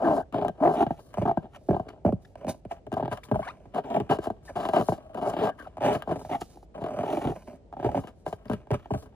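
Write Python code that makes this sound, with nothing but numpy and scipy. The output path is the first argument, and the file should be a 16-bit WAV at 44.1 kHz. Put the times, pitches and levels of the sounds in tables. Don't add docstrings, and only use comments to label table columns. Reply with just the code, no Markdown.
import sys
import numpy as np
from scipy import signal
from scipy.fft import rfft, irfft, next_fast_len
from scipy.io import wavfile
from scipy.ndimage import uniform_filter1d

SR = 44100
rng = np.random.default_rng(int(sys.argv[2]) if len(sys.argv) > 2 else 0)


def store_pcm(level_fs):
    pcm = np.round(np.clip(level_fs, -1, 1) * 32767).astype(np.int16)
    wavfile.write(sys.argv[1], SR, np.atleast_2d(pcm).T)


def makeup_ratio(level_db):
    decades = np.asarray(level_db, float) / 20
    return 10 ** decades


N = 403497
SIZE = 8192


def on_log(hz, table):
    f, value = np.transpose(table)
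    return np.interp(np.log(hz + 1), np.log(f + 1), value)


def unit(x):
    return x / np.sqrt(np.mean(x ** 2))


def walk(rate):
    hold = int(SR / rate)
    steps = np.repeat(rng.standard_normal(N)[:N // hold + 1], hold)
    return unit(uniform_filter1d(steps, hold // 2 + 1)[:N])


# (f/Hz, level/dB per Hz)
HUM_COLOUR = [(18, -28), (30, 7.5), (276, -13.5), (456, -14), (636, -15), (1100, -37.5), (9000, -54),
              (11700, -74.5), (19800, -120)]


def hum():
    hz = np.fft.rfftfreq(N, 1 / SR)
    colour = makeup_ratio(on_log(hz, HUM_COLOUR)) * np.clip((hz - 30) / 15, 0, 1) ** 2
    mid, side = rfft(rng.standard_normal((2, N))) * colour
    side = side * np.clip(hz / 2500 + 0.26, 0, 1)
    level_db = -53.5 + 0.58 * walk(36)
    return unit(irfft(np.array([mid + side, mid - side]), N)) * makeup_ratio(level_db)


# (f/Hz, fade/s)
ROOM_FADE = [(80, .3), (500, .16), (2000, .2)]


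def room(x):
    room_db = -19
    t = np.arange(2 * SIZE) / SR
    tail = 0
    for hz in 88 * 2. ** np.arange(8):
        band = signal.butter(2, [hz / 2 ** .5, hz * 2 ** .5], "band", fs=SR, output="sos")
        noise = signal.sosfilt(band, rng.standard_normal((2, len(t))))
        fade = makeup_ratio(-60 * t / on_log(hz, ROOM_FADE))
        tail = tail + noise * fade * np.minimum(t / 0.00086, 1)
    tail = tail / np.sqrt(np.sum(tail ** 2) / 2)
    return signal.fftconvolve(x[None], tail, axes=1)[:, :N] * makeup_ratio(room_db)


# (t/s, length/s, first f/Hz, last f/Hz, level/dB, overtone share 0-1)
SQUEAKS = [(1.887, .0068, 990, 2370, -43, .52), (2.249, .01, 1400, 2440, -52, .45),
           (3.233, .011, 1600, 4300, -45, .15), (3.419, .035, 700, 1340, -37, .3),
           (3.463, .053, 540, 1440, -35, .36), (3.474, .018, 1490, 2150, -42, .3),
           (4.478, .03, 1790, 1740, -46, .05), (5.592, .042, 1620, 1560, -43, .05),
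           (5.652, .016, 1500, 800, -47, .1), (5.664, .024, 780, 640, -41, .05),
           (5.583, .012, 900, 1600, -50, .3), (6.322, .045, 2040, 2150, -45, .02),
           (8.482, .006, 4800, 2200, -54, .1), (1.545, .012, 900, 1700, -50, .4),
           (.045, .04, 1580, 1590, -37, .05), (.17, .07, 1570, 1590, -47, .05),
           (.04, .15, 345, 255, -25, .3), (.612, .125, 265, 435, -22, .2),
           (5.46, .085, 1590, 1580, -50, .02), (.39, .12, 410, 420, -34, .1),
           (5.413, .06, 433, 424, -23, .26)]


def squeaks():
    out, shake, flutter = np.zeros(N), walk(570), walk(200)
    for start, length, first_hz, last_hz, db, share in SQUEAKS:
        i = int(start * SR) + np.arange(int(length * SR))
        u = np.linspace(0, 1, len(i))
        wobble = 1 + (.035 + .0011 / length) * shake[i]
        pitch_hz = (first_hz + (last_hz - first_hz) * u) * wobble
        phase = np.cumsum(pitch_hz) * 2 * np.pi / SR
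        tone = sum(share ** k * np.sin((k + 1) * phase) for k in range(6))
        swell = np.sin(np.pi * u ** .5) ** .6
        out[i] += makeup_ratio(db + 2 * flutter[i]) * tone * swell
    return out


# (peak t/s, rise/s, fall/s, hollow level/dB, creak level above it/dB)
PRESSES = [(0.826, 0.31, 0.068, -23, -18), (1.195, 0.14, 0.33, -42.5, -4.5),
           (1.701, 0.009, 0.4, -31, -22.5), (1.888, 0.014, 0.078, -54, 3.5),
           (2.055, 0.0056, 0.16, -27, -22), (2.974, 0.12, 0.23, -35, -17), (3.313, 0.0073, 1, -47, -10),
           (3.951, 0.23, 0.22, -29.5, -15.5), (4.294, 0.31, 0.21, -41, -19.5),
           (4.653, 0.24, 0.089, -31.5, -9.5), (4.939, 0.063, 0.055, -32.5, -13),
           (5.342, 0.25, 0.18, -32, -14), (5.595, 0.044, 0.27, -46.5, -5),
           (6.122, 0.12, 0.15, -25.5, -19.5), (5.93, 0.055, 0.13, -27, -8), (.65, .04, 0.22, -39, -29),
           (7.472, 0.0083, 0.15, -37.5, -12.5), (7.971, 0.14, 0.14, -27.5, -15.5),
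           (8.09, 0.12, 0.057, -44.5, -6), (8.53, 0.13, 0.14, -36.5, -9), (8.745, 0.063, 0.084, -34, -6.5),
           (8.911, 0.0091, 0.31, -36.5, -13)]
RUBS = [
    (0.635, 0.035, 0.3, -20, -28),
    (.89, .03, 0.2, -38.5, -14),
    (1.278, 0.13, 0.084, -27.5, -35),
    (1.374, .012, 0.28, -44, -21),
    (2.495, 0.034, 0.055, -24.5, -15.5),
    (4.561, 0.0029, 0.56, -25.5, -17.5),
    (5.225, 0.031, 0.34, -24.5, -22.5),
    (5.859, 0.057, 0.14, -13, -17.5),
    (8.014, .1, 0.11, -43, -19),
    (8.265, 0.014, 0.18, -39, -12.5),
]
SKIMS = [
    (1.562, 0.069, 0.026, -44.5, -5.5),
    (2.719, 0.038, 0.075, -35, -11),
    (3.127, 0.04, 0.077, -24.5, -15.5),
    (3.487, 0.4, 0.065, -45, -2),
    (4.243, 0.053, 0.05, -28, -11.5),
    (4.495, 0.028, 0.027, -34.5, -14),
    (6.331, 0.084, 0.087, -22.5, -19),
    (6.43, .03, 0.17, -50, -15),
    (7.861, 0.11, 0.1, -24, -22),
    (8.79, 0.037, 0.36, -57.5, -2.5),
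]
DRAGS = [(0.076, 0.073, 0.14, -18.5, -27), (0.354, 0.026, 0.13, -24.5, -23),
         (.82, 0.044, 0.014, -20.5, -29), (7.362, 0.0045, 0.071, -43, -5.5),
         (2.38, 0.0078, 0.067, -38, -15.5), (3.782, 0.042, 0.03, -24, -20.5),
         (3.859, 0.012, 0.19, -29.5, -22), (4.109, 0.015, 0.063, -21, -14), (4.764, 0.033, 0.061, -19, -18),
         (5.181, 0.046, 0.039, -32.5, -19), (5.44, 0.079, 0.063, -21.5, -16),
         (7.129, 0.38, 0.24, -29.5, -18.5), (7.291, 0.24, 0.03, -31.5, -14)]
SWISHES = [(.16, 0.072, 0.066, -47, -13.5), (9.0, 0.1, 0.067, -57, -6), (5.3, 0.043, 0.017, -50, -4.5),
           (1.7, 0.13, 0.063, -58, -16), (0.746, 0.067, 0.065, -60, -3.5), (1.004, 0.35, 0.22, -66, -4.5),
           (2.497, 0.016, 0.032, -43.5, 0.5), (6.2, 0.087, 0.45, -57, -6.5), (4.9, 0.19, 0.08, -43, -14),
           (7.15, 0.34, 0.42, -51.5, -12.5), (6.43, .03, 0.13, -54, -8.5), (2.23, 0.028, 0.11, -58, -14),
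           (2.52, .02, 0.083, -62.5, -8), (6.412, 0.0093, 0.0086, -53, 5), (8.28, 0.025, 0.089, -56, -6.5),
           (9.7, 0.044, .1, -57, -1.5), (8.21, 0.089, 0.044, -74, -6), (4.46, 0.028, 0.092, -62, -2),
           (8, 0.038, 0.038, -60, -2), (3.24, .008, 0.038, -58.5, -0.5)]
# (skin waves above hollow/dB, hiss above creak/dB, loss over rise and over fall/dB)
GRIPS = [
    (-2, -13, 36),
    (-7, -13, 25),
    (-13.5, -11.5, 26.5),
    (-6, -15, 10.5),
    (1, 6.5, 16),
]
REST_DB = [-69.5, -70, -101, -98.5]


def strokes():
    let_go_db_s = 2501
    s = np.arange(0, N / SR, .001)
    power = makeup_ratio(2 * np.array(REST_DB))[:, None]
    tables = (PRESSES, RUBS, SKIMS, DRAGS, SWISHES)
    for table, (skin_db, hiss_db, loss_db) in zip(tables, GRIPS):
        peak, rise, fall, db, creak_db = np.transpose(table)[:, :, None]
        away = np.abs(s - peak)
        span = np.maximum(np.where(s < peak, rise, fall), .001)
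        db = db - loss_db * away / span - let_go_db_s * np.maximum(away - span, 0)
        shares_db = (skin_db, 0, creak_db, creak_db + hiss_db)
        power = power + np.array([makeup_ratio(2 * (db + share_db)).sum(axis=0) for share_db in shares_db])
    return s, 10 * np.log10(power)


def slips(rate, scatter_db):
    chance = rng.random((2, N))
    size_db = np.minimum(-scatter_db * np.log(1 - chance[1]), 3 * scatter_db)
    jerks = (chance[0] < rate / SR) * makeup_ratio(size_db)
    return unit(jerks - uniform_filter1d(jerks, size=2000))


# (t/s, level/dB)
RELEASES = [(.02, 0.5), (0.046, 12), (.082, -2), (0.103, 3), (0.379, 5), (0.601, 11.5), (.622, 8.5),
            (0.647, 13), (.672, 11.5), (3.755, 6), (3.78, 2.5), (3.919, 0), (3.941, 5.5), (3.962, 10.5),
            (4.6, -2.5), (4.629, -11), (4.651, 4), (4.76, 8.5), (5.17, 6), (5.184, 5.5), (5.213, 3.5),
            (5.251, 7), (5.267, 8), (5.295, 1.5), (5.334, -1), (5.408, 0), (5.426, -7), (5.447, 2),
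            (5.47, 5), (5.49, 5.5), (6.741, 10.5), (6.759, 0.5), (6.778, 1.5), (6.81, -1), (6.839, 9),
            (6.861, 6.5), (6.883, 5), (6.905, 8), (6.937, 4.5), (6.963, 8.5), (6.988, 8.5), (7.008, 6),
            (7.031, 8), (7.057, 4.5), (7.078, 7.5), (7.102, 4.5), (7.124, 10), (7.146, 4.5), (7.169, 6),
            (7.215, 4.5), (7.24, 2), (7.279, -2), (7.318, 1)]


def patches(light, rate, fall_db):
    settle_s = .05
    chance, i = rng.random((2, N)), np.arange(N)
    pace = np.exp(.45 * unit(uniform_filter1d(chance[0] - .5, size=900)))
    stray = np.diff(np.floor(np.cumsum(pace * rate / SR)), prepend=0) > 0
    known_s, known_db = np.transpose(RELEASES + [(s, 3.4) for s, _, _ in LANDINGS])
    at = (known_s * SR).astype(int)
    known, size_db = np.zeros(N, bool), 1.7 * chance[1]
    known[at], size_db[at] = True, known_db
    since = i - np.maximum.accumulate(np.where(known, i, -N))
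    released = known | stray & (since > settle_s * SR)
    last = np.maximum.accumulate(np.where(released, i, 0))
    quieter_db = np.maximum(-fall_db * (i - last) * rate / SR, -18)
    return makeup_ratio(light * (quieter_db + size_db[last] + 3.0))


# (t/s, hollow level/dB, sharpness above it/dB)
THUDS = [(.414, -24, -20), (1.173, -17.5, -26), (1.216, -14, -32), (1.444, -30.5, -31), (1.688, -11.5, -41),
         (1.709, -10, -32), (1.798, -21, -29), (2.05, -9.5, -46), (2.125, -16.5, -29), (2.469, -24, -15),
         (2.652, -30.5, -16), (2.928, -19.5, -17), (3.286, -36, -24), (3.747, -33, -5), (3.903, -26, -13),
         (4.002, -18.5, -15.5), (4.098, -16.5, -21), (4.188, -18, -22.5), (4.271, -20, -20),
         (4.557, -29.5, -34), (5.389, -21.5, -18), (6.091, -23, -31), (6.418, -23, -10.5),
         (6.817, -24, -31), (7.847, -10.5, -25), (8.499, -16.5, -20), (8.534, -21, -16),
         (8.707, -9.5, -24.5), (8.907, -14, -38), (8.938, -16.5, -20)]
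PATS = [(0.326, -28.5, -15), (0.867, -13.5, -25.5), (0.908, -10.5, -38), (1.255, -16, -40),
        (1.286, -17, -27), (1.374, -8.5, -36.5), (1.732, -15, -33), (1.746, -14.5, -33), (1.766, -16, -33),
        (2.089, -15, -36), (2.868, -25, -22), (3.034, -16, -30), (3.08, -17, -25), (3.115, -18, -21),
        (3.315, -5.5, -30), (3.344, -13, -37), (3.656, -34, -26), (3.843, -30.5, -30), (4.303, -18.5, -25),
        (4.689, -17.5, -11.5), (4.887, -8, -33), (4.922, -15.5, -45), (6.076, -21.5, -41),
        (6.314, -20.5, -29), (7.976, -12, -37), (8.265, -20, -16.5), (8.328, -20.5, -16),
        (8.456, -29.5, -18.5), (8.515, -12.5, -34), (8.733, -14.5, -24)]
KNOCKS = [(0.344, -11.5, -31), (.449, -12.5, -26.5), (0.483, -16.5, -15.5), (.807, -10, -32),
          (1.142, -28, -9), (1.314, -10, -36), (2.356, -29, -16.5), (2.713, -24.5, -33), (2.998, -17, -42),
          (3.057, -14.5, -25), (3.174, -41.5, 4), (3.357, -11.5, -28), (3.392, -16.5, -42),
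          (4.736, -11.5, -18.5), (5.146, -32, -8.5), (5.367, -16.5, -42), (5.672, -29, -37),
          (5.771, -25.5, -19.5), (5.807, -29, -19), (5.82, -13, -25), (6.023, -34, 2), (6.159, -16, -28),
          (6.215, -23, -51), (7.728, -25, -27), (7.769, -25, -31), (7.8, -16, -33), (7.947, -9.5, -38),
          (8.672, -32, -24), (8.859, -29, -24), (9.025, -29.5, -32)]
SHOVES = [
    (7.251, -22.5, -27),
    (7.273, -25, -18),
    (7.297, -26, -24),
    (7.317, -36.5, -13),
    (7.863, -23.5, -31),
    (4.794, -29.5, -25),
]
FOLLOWERS = [(1.183, -12, -30), (1.222, -14.5, -28), (1.262, -10, -37), (1.278, -13.5, -31),
             (1.295, -13, -35), (2.062, -14.5, -30), (2.075, -28, -37), (2.919, -25, -16),
             (2.969, -16.5, -37), (2.977, -22, -38), (3.006, -18.5, -29), (3.027, -14.5, -33),
             (3.051, -23, -24), (3.122, -24, -33), (4.112, -12, -22), (6.111, -24, -25), (6.193, -33, -29),
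             (6.25, -24, -25), (6.295, -26.5, -25), (8.278, -25, -22), (8.715, -13, -17.5),
             (8.741, -16.5, -20), (8.947, -18.5, -21), (8.975, -32, -33), (9.059, -33, -40),
             (1.694, -17, -30), (4.893, -17, -26), (7.354, -39, -24), (0.424, -19, -30), (.459, -22.5, -37),
             (0.466, -21, -37), (0.495, -19.5, -29), (.829, -14, -30), (0.993, -34.5, -27),
             (2.447, -25, -21), (2.457, -35, -26), (2.481, -24.5, -16), (5.782, -26, -18),
             (5.829, -18.5, -20), (6.573, -38, -31), (6.63, -39, -31), (7.738, -29.5, -25.5),
             (7.793, -30, -30), (7.805, -35, -34), (7.829, -17, -30), (7.891, -16.5, -32),
             (7.917, -26.5, -17), (7.955, -18.5, -30), (8.041, -38, -10), (8.073, -32.5, -9),
             (2.94, -23, -11.5), (4.121, -17, -26), (4.812, -14.5, -22), (3.25, -38, -23),
             (4.5, -34.5, -17), (1.457, -34, -26), (5.95, -19, -16.5), (6.35, -24, -16), (5.437, -12, -28),
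             (6.78, -25.5, -35)]
LANDINGS = THUDS + PATS + KNOCKS + SHOVES + FOLLOWERS


def taps(part_db, early_s, spread_s, fade_db):
    chance, order = rng.random((len(part_db), 16)), np.arange(8)
    at = np.array(LANDINGS)[:, :1] - early_s + spread_s * order * chance[:, :8]
    gain = makeup_ratio(part_db[:, None] - fade_db * order - 0.79 * chance[:, 8:] * (order > 0))
    out = np.zeros(N)
    np.add.at(out, np.clip((at * SR).astype(int), 0, N - 1), gain)
    return out


# (f/Hz, width/Hz, level/dB)
RINGS = [(413.5, 23, 2.5), (680, 130, 2), (1580, 70, 11), (2930, 120, 8), (3150, 80, 5), (5030, 60, 3)]


def response(colour, late_s, wrap_s, wrap, ring, tuning):
    hz = np.fft.rfftfreq(SIZE, 1 / SR)
    rings_db = sum(g / (1 + (2 * (hz - f) / w) ** 2) for f, w, g in RINGS)
    db = on_log(hz / tuning, colour) + ring * rings_db
    fold = irfft(np.log(makeup_ratio(np.maximum(db, -75))))
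    fold[1:SIZE // 2] *= 2
    fold[SIZE // 2 + 1:] = 0
    delay_s = late_s * (300 / np.maximum(hz, 70)) ** 1.0468
    turn = -2j * np.pi * np.cumsum(delay_s) * SR / SIZE
    round_back = wrap * np.exp(0.6406 * turn - hz / 5000 - 2j * np.pi * hz * wrap_s)
    h = irfft(np.exp(rfft(fold) + turn) * (1 + round_back))
    return h / np.sqrt(np.sum(h ** 2))


# (start t/s, end t/s)
ON_RINGING_SPOT = [(0, .6), (.6, .75), (5.15, 5.5), (4.55, 4.85), (5.93, 6), (1.37, 1.5), (1.75, 1.83),
                   (2.92, 2.97), (4.1, 4.2), (3.75, 3.85), (8.25, 8.36)]
# (start t/s, end t/s, number of the spot left free)
ON_DULL_SPOT = [
    (5.8, 5.92, 3),
    (6.72, 7.6, 1),
    (7.05, 7.34, 3),
    (.76, .86, 3),
    (1.16, 1.25, 1),
    (1.68, 1.74, 1),
    (2.04, 2.16, 1),
]


def touch_shares():
    touch = np.exp(2 * np.array([walk(9) for _ in SPOTS]))
    stays = [(start, end, 0) for start, end in ON_RINGING_SPOT] + list(ON_DULL_SPOT)
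    for start, end, spot in stays:
        touch[int(spot), int(start * SR):int(end * SR)] *= 60
    touch = uniform_filter1d(touch / touch.sum(axis=0), size=300)
    return np.sqrt(touch / touch.sum(axis=0))


# (f/Hz, level/dB per Hz)
SKIN = [(50, -32), (90, -17.5), (150, -3.5), (250, 0), (340, -0.5), (420, -3), (480, -9.5), (620, -31.5),
        (1060, -100)]
HOLLOW = [(280, -54), (480, -17.5), (518, -11.5), (610, 5), (720, 1), (1150, -18.5), (1500, -29.5),
          (2530, -120)]
CREAK = [(680, -16.5), (1150, 9), (1430, -9), (1590, -1.5), (1920, -9.5), (2900, -4.5), (4680, -22),
         (7920, -120)]
HISS = [(2100, -30), (3900, -8), (7900, -10), (8500, -24), (9200, -8), (11300, -10), (11900, -42),
        (12300, -42), (12900, -15), (15000, -14), (15700, -60)]
# (relative path length, way round the back/s, its gain, share of the rings,
# left lead/s, left minus right level/dB)
SPOTS = [
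    (.6, .0031, .15, 1.2, .00002, 1.5),
    (1., .0012, -.5, .3, -.00005, -2),
    (1.4, .0052, .5, .9, .00008, 1),
    (.3, .0021, -.5, .4, 0, -.5),
]
SPOT_TUNING = [1.044, 0.8997, 0.9834, 1.113]
WEIGHT_DB = [
    4.5,
    -1,
    -7.5,
    15.5,
    -3.2,
]


def balloon(size):
    s, levels = strokes()
    t = np.arange(N) / SR
    _, blow_db, sharp_db = np.transpose(LANDINGS)
    counts = [len(THUDS), len(PATS), len(KNOCKS), len(SHOVES), len(FOLLOWERS)]
    skin_db = np.repeat(WEIGHT_DB, counts)
    light = np.clip((-22 - np.interp(t, s, levels[1])) / 10, .25, 1)
    coarse, fine = slips(800, 3.57), slips(6000, 3.7)
    patch = patches(light, 55, 13.8)
    touch = touch_shares()
    # (colour, lateness/s, share of fine slips, tap level/dB, landing spread/s, fade/dB per step, push/s)
    parts = [(SKIN, .005, .1, blow_db + skin_db + 11, .003, 4, .004),
             (HOLLOW, .004, .25, blow_db + 15.5, .0015, 5.5, 0),
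             (CREAK, .002, .6, blow_db + sharp_db + 13.0, .003, 2.5, 0),
             (HISS, .001, .9, blow_db + sharp_db + 1.5, .0011, 2.5, 0)]
    out = 0
    for db, (colour, late_s, share, tap_db, spread_s, fade_db, push_s) in zip(levels, parts):
        catch, follow = (.3, .25) if colour is HISS else (.6, 1)
        grain = np.sqrt(1 - share) * coarse * patch + np.sqrt(share) * fine * patch ** catch
        rub = grain * makeup_ratio(np.interp(t, s, db))
        blows = taps(tap_db, late_s / 2, spread_s, fade_db)
        if push_s > 0:
            pad = np.hanning(int(2 * push_s * SR) + 3)
            blows = blows + 6.53 * np.convolve(blows, pad / pad.sum())[:N]
        answers = [response(colour, late_s * far, wrap_s, wrap, ring, tuning ** follow)
                   for (far, wrap_s, wrap, ring, _, _), tuning in zip(SPOTS, SPOT_TUNING)]
        out = out + rfft(touch * (rub + blows), size) * rfft(np.array(answers), size)
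    return out


# (f/Hz, phase/radians)
PORT_LEAD = [(0, .15), (650, .62), (1290, .9), (1640, .3), (3190, 2.2), (4220, -.4), (6550, .2),
             (9730, -5.9), (15400, -15.8)]
# (f/Hz, left minus right level/dB)
PORT_TILT = [(200, .5), (600, 0), (1290, 3.2), (2500, 1.5), (4400, 2.5), (8120, 0)]


def scene():
    size = next_fast_len(N + SIZE)
    hz = np.fft.rfftfreq(size, 1 / SR)
    spots = balloon(size)
    spots[0] += rfft(squeaks(), size)
    lead_s, pan_db = np.transpose(SPOTS)[4:, :, None]
    lead = np.interp(hz, *np.transpose(PORT_LEAD)) + 2 * np.pi * hz * lead_s
    port = makeup_ratio((on_log(hz, PORT_TILT) + pan_db) / 2) * np.exp(.5j * lead)
    left, right = np.sum(spots * port, axis=0), np.sum(spots / port, axis=0)
    ports = irfft(np.array([left, right]), size)[:, :N]
    return ports + room(irfft(spots.sum(axis=0), size)[:N]) + hum()


def band_limit(x):
    return signal.sosfilt(signal.butter(12, 16500, fs=SR, output="sos"), x)


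def record(dry):
    top = .42
    cut = signal.sosfilt(signal.butter(4, 38, "high", fs=SR, output="sos"), dry)
    return band_limit(top * np.tanh(cut / top))


dry = scene()
out = record(dry)
store_pcm(out)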